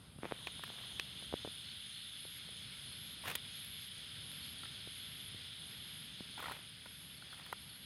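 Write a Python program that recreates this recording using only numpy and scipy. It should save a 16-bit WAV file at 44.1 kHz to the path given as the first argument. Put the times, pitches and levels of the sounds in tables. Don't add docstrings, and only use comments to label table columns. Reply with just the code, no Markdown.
import sys
import numpy as np
from scipy import signal
from scipy.fft import rfft, irfft
from scipy.io import wavfile
from scipy.ndimage import uniform_filter1d

SR = 44100
rng = np.random.default_rng(int(sys.argv[2]) if len(sys.argv) > 2 else 0)


def put_to_file(sound):
    columns = np.atleast_2d(sound).T
    safe = np.clip(columns, -1, 1)
    whole_steps = np.round(safe * 32767)
    wavfile.write(sys.argv[1], SR, whole_steps.astype(np.int16))


N = 346185
T = np.arange(N) / SR


# start_s, stop_s, full_peak_db, swell_s
BUZZ_PHRASES = [(.42, 1.391, -67, 0.16), (1.72, 2.39, -52, 0.66), (2.62, 3.149, -52.5, 0.42),
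                (3.423, 3.887, -52, 0.15), (4.078, 4.541, -53, 0.26), (4.718, 5.29, -54.5, 0.27),
                (5.546, 6.065, -55.5, .17), (6.38, 6.618, -61, .15), (6.795, 7.18, -56.5, 0.12),
                (7.467, 7.902, -57.5, 0.17)]


def buzzer(wing_hz=11175.0, sag_hz=634.0, soft_db=-8.5, rate_hz=132.0):
    out = np.zeros(N)
    for start, stop, full_db, swell in BUZZ_PHRASES:
        for t in np.arange(stop, start, -1 / rate_hz):
            slack = max(1 - (t - start) / swell, 0)
            path_hz = (wing_hz - sag_hz * slack) * np.array([1.045, 0.955])
            gain = undb(full_db + soft_db * slack)
            add(out, t - 1 / rate_hz, gain * stroke(5.3, path_hz, rough=0.11))
    return out


CHIRP_TIMES = [0.525, 0.877, 1.2, 1.524, 1.868, 2.209, 2.51, 2.865, 3.19, 3.602, 3.919, 4.239, 4.588, 4.926,
               5.255, 5.608, 5.943, 6.314, 6.63, 6.991, 7.32, 7.699]
# first_call_s, gap_s, calls, peak_db
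NEIGHBOUR_CHIRPS = [(.19, .211, 2, -60.5), (1.6, .32, 1, -62), (2.789, .32, 2, -62),
                    (3.688, .323, 3, -61.5)]


def chirper(gap_s=0.0318):
    level_db = following(-53.5, share=0.74)
    calls = [(s, level_db[int(s * SR)]) for s in CHIRP_TIMES] + runs(NEIGHBOUR_CHIRPS)
    opening_calls = [(s - gap_s / 2, db - 5.0) for s, db in calls]
    closing_hz, opening_hz = (9600, 9560, 9900, 9880, 9450), (10250, 10200, 10000)
    closing = singer(calls, count=3, gap_s=gap_s, ms=19.0, path_hz=closing_hz, rough=0.25)
    opening = singer(opening_calls, count=3, gap_s=gap_s, ms=13.0, path_hz=opening_hz, rough=0.47)
    return closing + opening


# first_call_s, gap_s, calls, peak_db
WHISTLES = [(1.66, .18, 1, -53), (3.565, 0.2, 5, -60), (4.434, 0.16, 3, -55), (5.02, .18, 1, -57),
            (6.199, .13, 3, -56), (7.18, .131, 6, -57)]


def whistler():
    return singer(runs(WHISTLES), count=2, gap_s=0.047, ms=30.0, path_hz=(4560, 4400, 4150, 3900), rough=0.15)


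# first_call_s, gap_s, calls, peak_db
PURRS = [(1.93, .233, 6, -52.5)]


def purrer():
    return singer(runs(PURRS), count=5, gap_s=0.023, ms=11.0, path_hz=(4350, 4100), rough=0.22)


# start_s, body_peak_db, body_pitch_hz, length_ms, crisp_top_against_body_db
TWIG_SNAPS = [(.471, -26.5, 2350, 5.5, -37), (.482, -43, 1420, 4, -30), (0.6366, -33, 2060, 6.7, -13),
              (.678, -43.5, 2000, 3.6, -6), (.997, -21.5, 3080, 2.6, -35), (3.238, -42, 1000, 7.2, -14),
              (3.254, -36.5, 1470, 12, -17), (3.282, -32, 2400, 4.6, -4), (3.301, -33, 2600, 4., -6),
              (3.314, -32.5, 2330, 5.7, -8), (3.353, -24.5, 3000, 7.4, -4), (3.647, -42, 3000, 3., -1),
              (4.316, -41, 3000, 4., -5), (4.634, -41.5, 1320, 6.6, -18), (4.655, -41, 2260, 3.1, -25),
              (6.378, -38, 1310, 7.8, -20), (6.394, -38, 1290, 5, -16), (6.402, -35.5, 1400, 6., -10),
              (6.426, -35, 1360, 8.9, -11), (6.441, -36.5, 1500, 7.2, -15), (6.458, -32.5, 1400, 5.9, -22),
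              (6.4695, -39, 1110, 2.6, -20), (6.483, -33, 1270, 3.3, -24), (6.497, -35, 1120, 2.5, -11),
              (6.512, -37, 1200, 2.9, -18), (6.5191, -33, 1310, 5.9, -9), (6.859, -41, 1280, 4.9, -14),
              (7.223, -44.5, 1400, 3.7, -20), (7.328, -42.5, 1290, 7.8, -10),
              (7.397, -42.5, 1330, 5.3, -20), (7.463, -45.5, 1620, 3.6, -1), (7.5271, -28.5, 1480, 4, -12)]


def snaps():
    out = np.zeros(N)
    t = np.arange(1200) / SR
    for s, db, hz, ms, top_db in TWIG_SNAPS + crackles():
        fading = np.exp(-(1000 * t / (0.79 * ms)) ** 2)
        fractures = (rng.random(len(t)) < 0.3) * rng.standard_normal(len(t)) * fading
        fractures[0] = -2.96
        body = signal.fftconvolve(fractures, wood(t, hz))[:len(t)]
        edge = band(fractures, hz / 3, 8000)
        top = band(rng.standard_normal(len(t)) * fading, 8500, 15500)
        snap = peak_one(body) + undb(top_db) * peak_one(top) + undb(-16.5) * peak_one(edge)
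        add(out, s, undb(db) * snap)
    return out


BRANCH_MODES_HZ = (520, 990, 1390, 1834, 2610, 3430, 3730)


def wood(t, hz, ring_cycles=17.2):
    detune = 1 + 0.047 * rng.standard_normal((len(BRANCH_MODES_HZ), 1))
    modes = np.array(BRANCH_MODES_HZ)[:, None] * detune
    weight = np.sqrt(modes / hz) * np.exp(-(np.log2(modes / hz) / 0.42) ** 2)
    decay = np.exp(-np.log(1000) * modes * t / ring_cycles)
    return np.sum(weight * np.sin(2 * np.pi * modes * t) * decay, axis=0)


# start_s, full_s, let_go_s, silent_s, body_level_db, crisp_top_against_body_db
LEAF_DRAGS = [(0.181, 0.255, 0.2, .6, -52.5, -24), (0.304, 0.797, 0.81, 1.3, -59.5, -14),
              (3.2, 3.28, 3.305, 3.39, -45.5, -8), (6.353, 6.389, 6.575, 6.66, -55, -15),
              (6.998, 7.4, 7.5, 7.56, -62.5, -13)]
# pitch_hz, relative_level_db
LEAF_BODY = [(350, -2), (800, 0), (1400, -0.5), (2800, 1.5), (5000, -23)]
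# pitch_hz, relative_level_db
LEAF_EDGES = [(5500, -2), (8000, -7), (12800, 5), (15500, -11)]


def scrapes(grains_per_s=5000.0, spread_db=2.5):
    hits = rng.random(N) < grains_per_s / SR
    size_db = spread_db * np.minimum(rng.exponential(size=N), 4.0)
    grains = hits * undb(size_db) * rng.standard_normal(N)
    grains *= undb(2.0 * walk(110))
    body, crisp = colour(grains, LEAF_BODY), colour(grains, LEAF_EDGES)
    out = np.zeros(N)
    for *drag, top_db in LEAF_DRAGS:
        out += undb(drag_db(*drag)) * (body + undb(top_db) * crisp)
    return out


def drag_db(start, full, let_go, silent, db, edge_db=-27):
    return db + np.interp(T, [start, full, let_go, silent], [edge_db, 0, 0, edge_db], -90, -90)


def crackles(per_s=40, over_drag_db=13, middle_hz=1650, length_ms=4.5):
    rows = []
    for *drag, top_db in LEAF_DRAGS:
        level_db = drag_db(*drag)
        start, length = drag[0], drag[3] - drag[0]
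        for at, size, pitch in rng.random((round(per_s * length), 3)):
            s = start + at * length
            peak_db = level_db[int(s * SR)] + over_drag_db - 8 * size
            rows.append((s, peak_db, middle_hz * 2 ** (pitch - 0.5), length_ms, top_db))
    return rows


# swing_start_s, swing_peak_db (before the case filter), swing_hz,
# opposite_flick_size (times the swing's peak)
FINGER_KNOCKS = [(0.161, -44, 120, .1), (.188, -41.5, 150, .8), (0.2332, -33.5, 278, 2.1),
                 (.2454, -38.5, 280, 2.3), (0.2543, -33, 447, 2.3), (0.2599, -41, 300, 2.1),
                 (0.3129, -40, 407, 3.6), (.322, -25.5, 444, 1.36), (0.595, -38.5, 900, 0.96),
                 (.702, -39, 704, .8), (1.225, -44, 596, .4), (1.3268, -31, 630, 0.27),
                 (1.3396, -22, 437, 0.25), (1.4488, -30, 490, 0.18), (1.4556, -38, 450, .4),
                 (1.4754, -34, 420, .4), (2.2522, -42.5, 446, 0.23), (2.49, -47, 550, .4),
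                 (4.874, -40.5, 400, .15), (5.346, -42.5, 202, .3), (6.207, -37, 200, 0.73)]


def case_knocks():
    out, t = np.zeros(N), np.arange(-200, 900) / SR
    for s, db, hz, flick_size in FINGER_KNOCKS:
        swing = np.sin(2 * np.pi * hz * t) * np.exp(-2.6 * hz * np.abs(t)) * (t > 0)
        width = 0.036 / hz
        flick = np.exp(-(t / width + 2.0) ** 2)
        add(out, s + t[0], undb(db) * (swing / swing.max() - flick_size * flick))
    return signal.sosfilt(signal.butter(3, 3800.0, fs=SR, output="sos"), out)


def triller(pulse_hz=148.5, group_hz=49.5, accents_db=(0.0, -2.5, -9.0)):
    out = np.zeros(N)
    for s in np.arange(0, N / SR, 1 / group_hz):
        for k, db in enumerate(accents_db):
            add(out, s + k / pulse_hz, undb(db) * stroke(4.76, (9450, 8550), rough=0.41))
    return undb(treble_db() + 8.0) * out


# time_s, main_band_level_db, broad_hiss_level_db
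CHORUS_LEVELS = [(0, -68.5, -69.5), (.2, -67, -68), (.33, -56, -65.5), (.5, -51, -60), (1.5, -51, -58.5),
                 (2.6, -52.5, -57.5), (4.8, -51.5, -56), (6.5, -53.5, -58.5), (6.6, -56.5, -59),
                 (7.85, -57.5, -60)]
# pitch_hz, relative_level_db
MAIN_BAND = [(2500, -22), (2900, -4.5), (3300, 1.5), (3550, 1.5), (3800, -4.5), (4300, -8.5), (4600, -29)]
BROAD_HISS = [(900, -45), (1200, -12.5), (1450, -4), (1750, -4), (2250, -1), (2800, -2), (4500, -4.5),
              (5100, -1.5), (5800, -28), (7300, -28.5), (8500, -23.5)]
THROB_BAND = [(5900, -11.5), (6300, -4), (6600, -3), (6950, -12), (7300, -20.5)]
TREBLE_BAND = [(7200, -18.5), (8300, -8.5), (9200, -1), (10200, 0), (11000, 5.5), (11900, -8.5),
               (13500, -16.5), (15000, -29)]


def far_chorus(throb_per_s=4.25):
    s, main_db, broad_db = np.transpose(CHORUS_LEVELS)
    main = undb(np.interp(T, s, main_db)) * flickering_hiss(MAIN_BAND, 0.6)
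    broad = undb(np.interp(T, s, broad_db)) * flickering_hiss(BROAD_HISS, 0.8)
    depth_db = 2.8 * np.clip(1.3 - T / 6.3, 0.2, 1)
    throb_db = depth_db * np.cos(2 * np.pi * throb_per_s * (T - 1.43))
    throbbing = undb(following(-74, share=0.7) + throb_db) * flickering_hiss(THROB_BAND, 1.3)
    treble = undb(treble_db() + 5.5) * flickering_hiss(TREBLE_BAND, 1.0)
    return main + broad + throbbing + treble


def flickering_hiss(points, flicker_db):
    return colour(rng.standard_normal(N), points) * undb(flicker_db * walk(25))


def following(db, share, full_song_db=-52):
    return db + share * (np.interp(T, *np.transpose(CHORUS_LEVELS)[:2]) - full_song_db)


def treble_db():
    return following(-68.5, share=0.41)


# pitch_hz, relative_level_db
LOW_NOISE = [(24, -38), (40, -15.5), (65, -3), (125, -3.5), (161, -4), (273, -13), (310, -18.5), (740, -24),
             (1200, -24), (1560, -23.5), (2640, -120)]


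def rumble(level_db=-59):
    return colour(rng.standard_normal(N), LOW_NOISE) * undb(level_db + 1.4 * walk(1.7) + 0.83 * walk(12))


def singer(calls, count, gap_s, ms, path_hz, rough):
    out = np.zeros(N + SR)
    for s, db in calls:
        for k in range(count):
            gain = undb(db + 0.47 * rng.standard_normal())
            add(out, s + k * gap_s - ms / 2000, gain * stroke(ms, path_hz, rough))
    return out[:N]


def stroke(ms, path_hz, rough):
    u = np.linspace(0, 1, int(ms * SR / 1000))
    hz = np.interp(u, np.linspace(0, 1, len(path_hz)), path_hz)
    hz *= 1 + 0.0074 * rng.standard_normal()
    teeth = np.interp(u, np.linspace(0, 1, 9), rng.standard_normal(9))
    ring = np.sin(2 * np.pi * (np.cumsum(hz) / SR + rng.random()))
    return np.sin(np.pi * u) * (1 + rough * teeth) * ring


def runs(table, scatter_db=1.5):
    calls = []
    for s, gap, count, db in table:
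        for k in range(round(count)):
            calls.append((s + k * gap, db + scatter_db * rng.standard_normal()))
    return calls


def undb(db):
    return 10 ** (np.asarray(db) / 20)


def colour(x, points):
    hz, db = np.transpose(points)
    f = np.fft.rfftfreq(len(x), 1 / SR) + 1
    octaves_outside = np.maximum(np.log2(hz[0] / f), 0) + np.maximum(np.log2(f / hz[-1]), 0)
    gain = undb(np.interp(np.log(f), np.log(hz), db) - 15.3 * octaves_outside)
    y = irfft(rfft(x) * gain, len(x))
    return y / np.std(y)


def band(x, low_hz, high_hz):
    return signal.sosfilt(signal.butter(2, [low_hz, high_hz], "band", fs=SR, output="sos"), x)


def peak_one(x):
    return x / np.max(np.abs(x))


def walk(rate):
    k = int(SR / rate)
    held = np.repeat(rng.standard_normal(N // k + 1), k)
    return 1.26 * uniform_filter1d(uniform_filter1d(held, k), k)[:N]


def add(out, s, sound):
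    i = max(int(s * SR), 0)
    out[i:i + len(sound)] += sound[:max(len(out) - i, 0)]


def scene():
    near = buzzer() + chirper() + whistler() + purrer()
    tail = rng.standard_normal(2600) * np.exp(-np.arange(2600) / SR / 0.015)
    scatter = signal.fftconvolve(near, tail / np.sqrt(np.sum(tail ** 2)))[:N]
    insects = near + undb(-5.0) * scatter + triller() + far_chorus()
    handling = snaps() + scrapes() + case_knocks()
    return (insects + handling + rumble())[None]


def record(dry):
    bass_cut = signal.sosfilt(signal.butter(2, 65.0, "high", fs=SR, output="sos"), dry)
    return signal.sosfilt(signal.ellip(8, 0.2, 70, 15800, fs=SR, output="sos"), bass_cut)


dry = scene()
out = record(dry)
put_to_file(out)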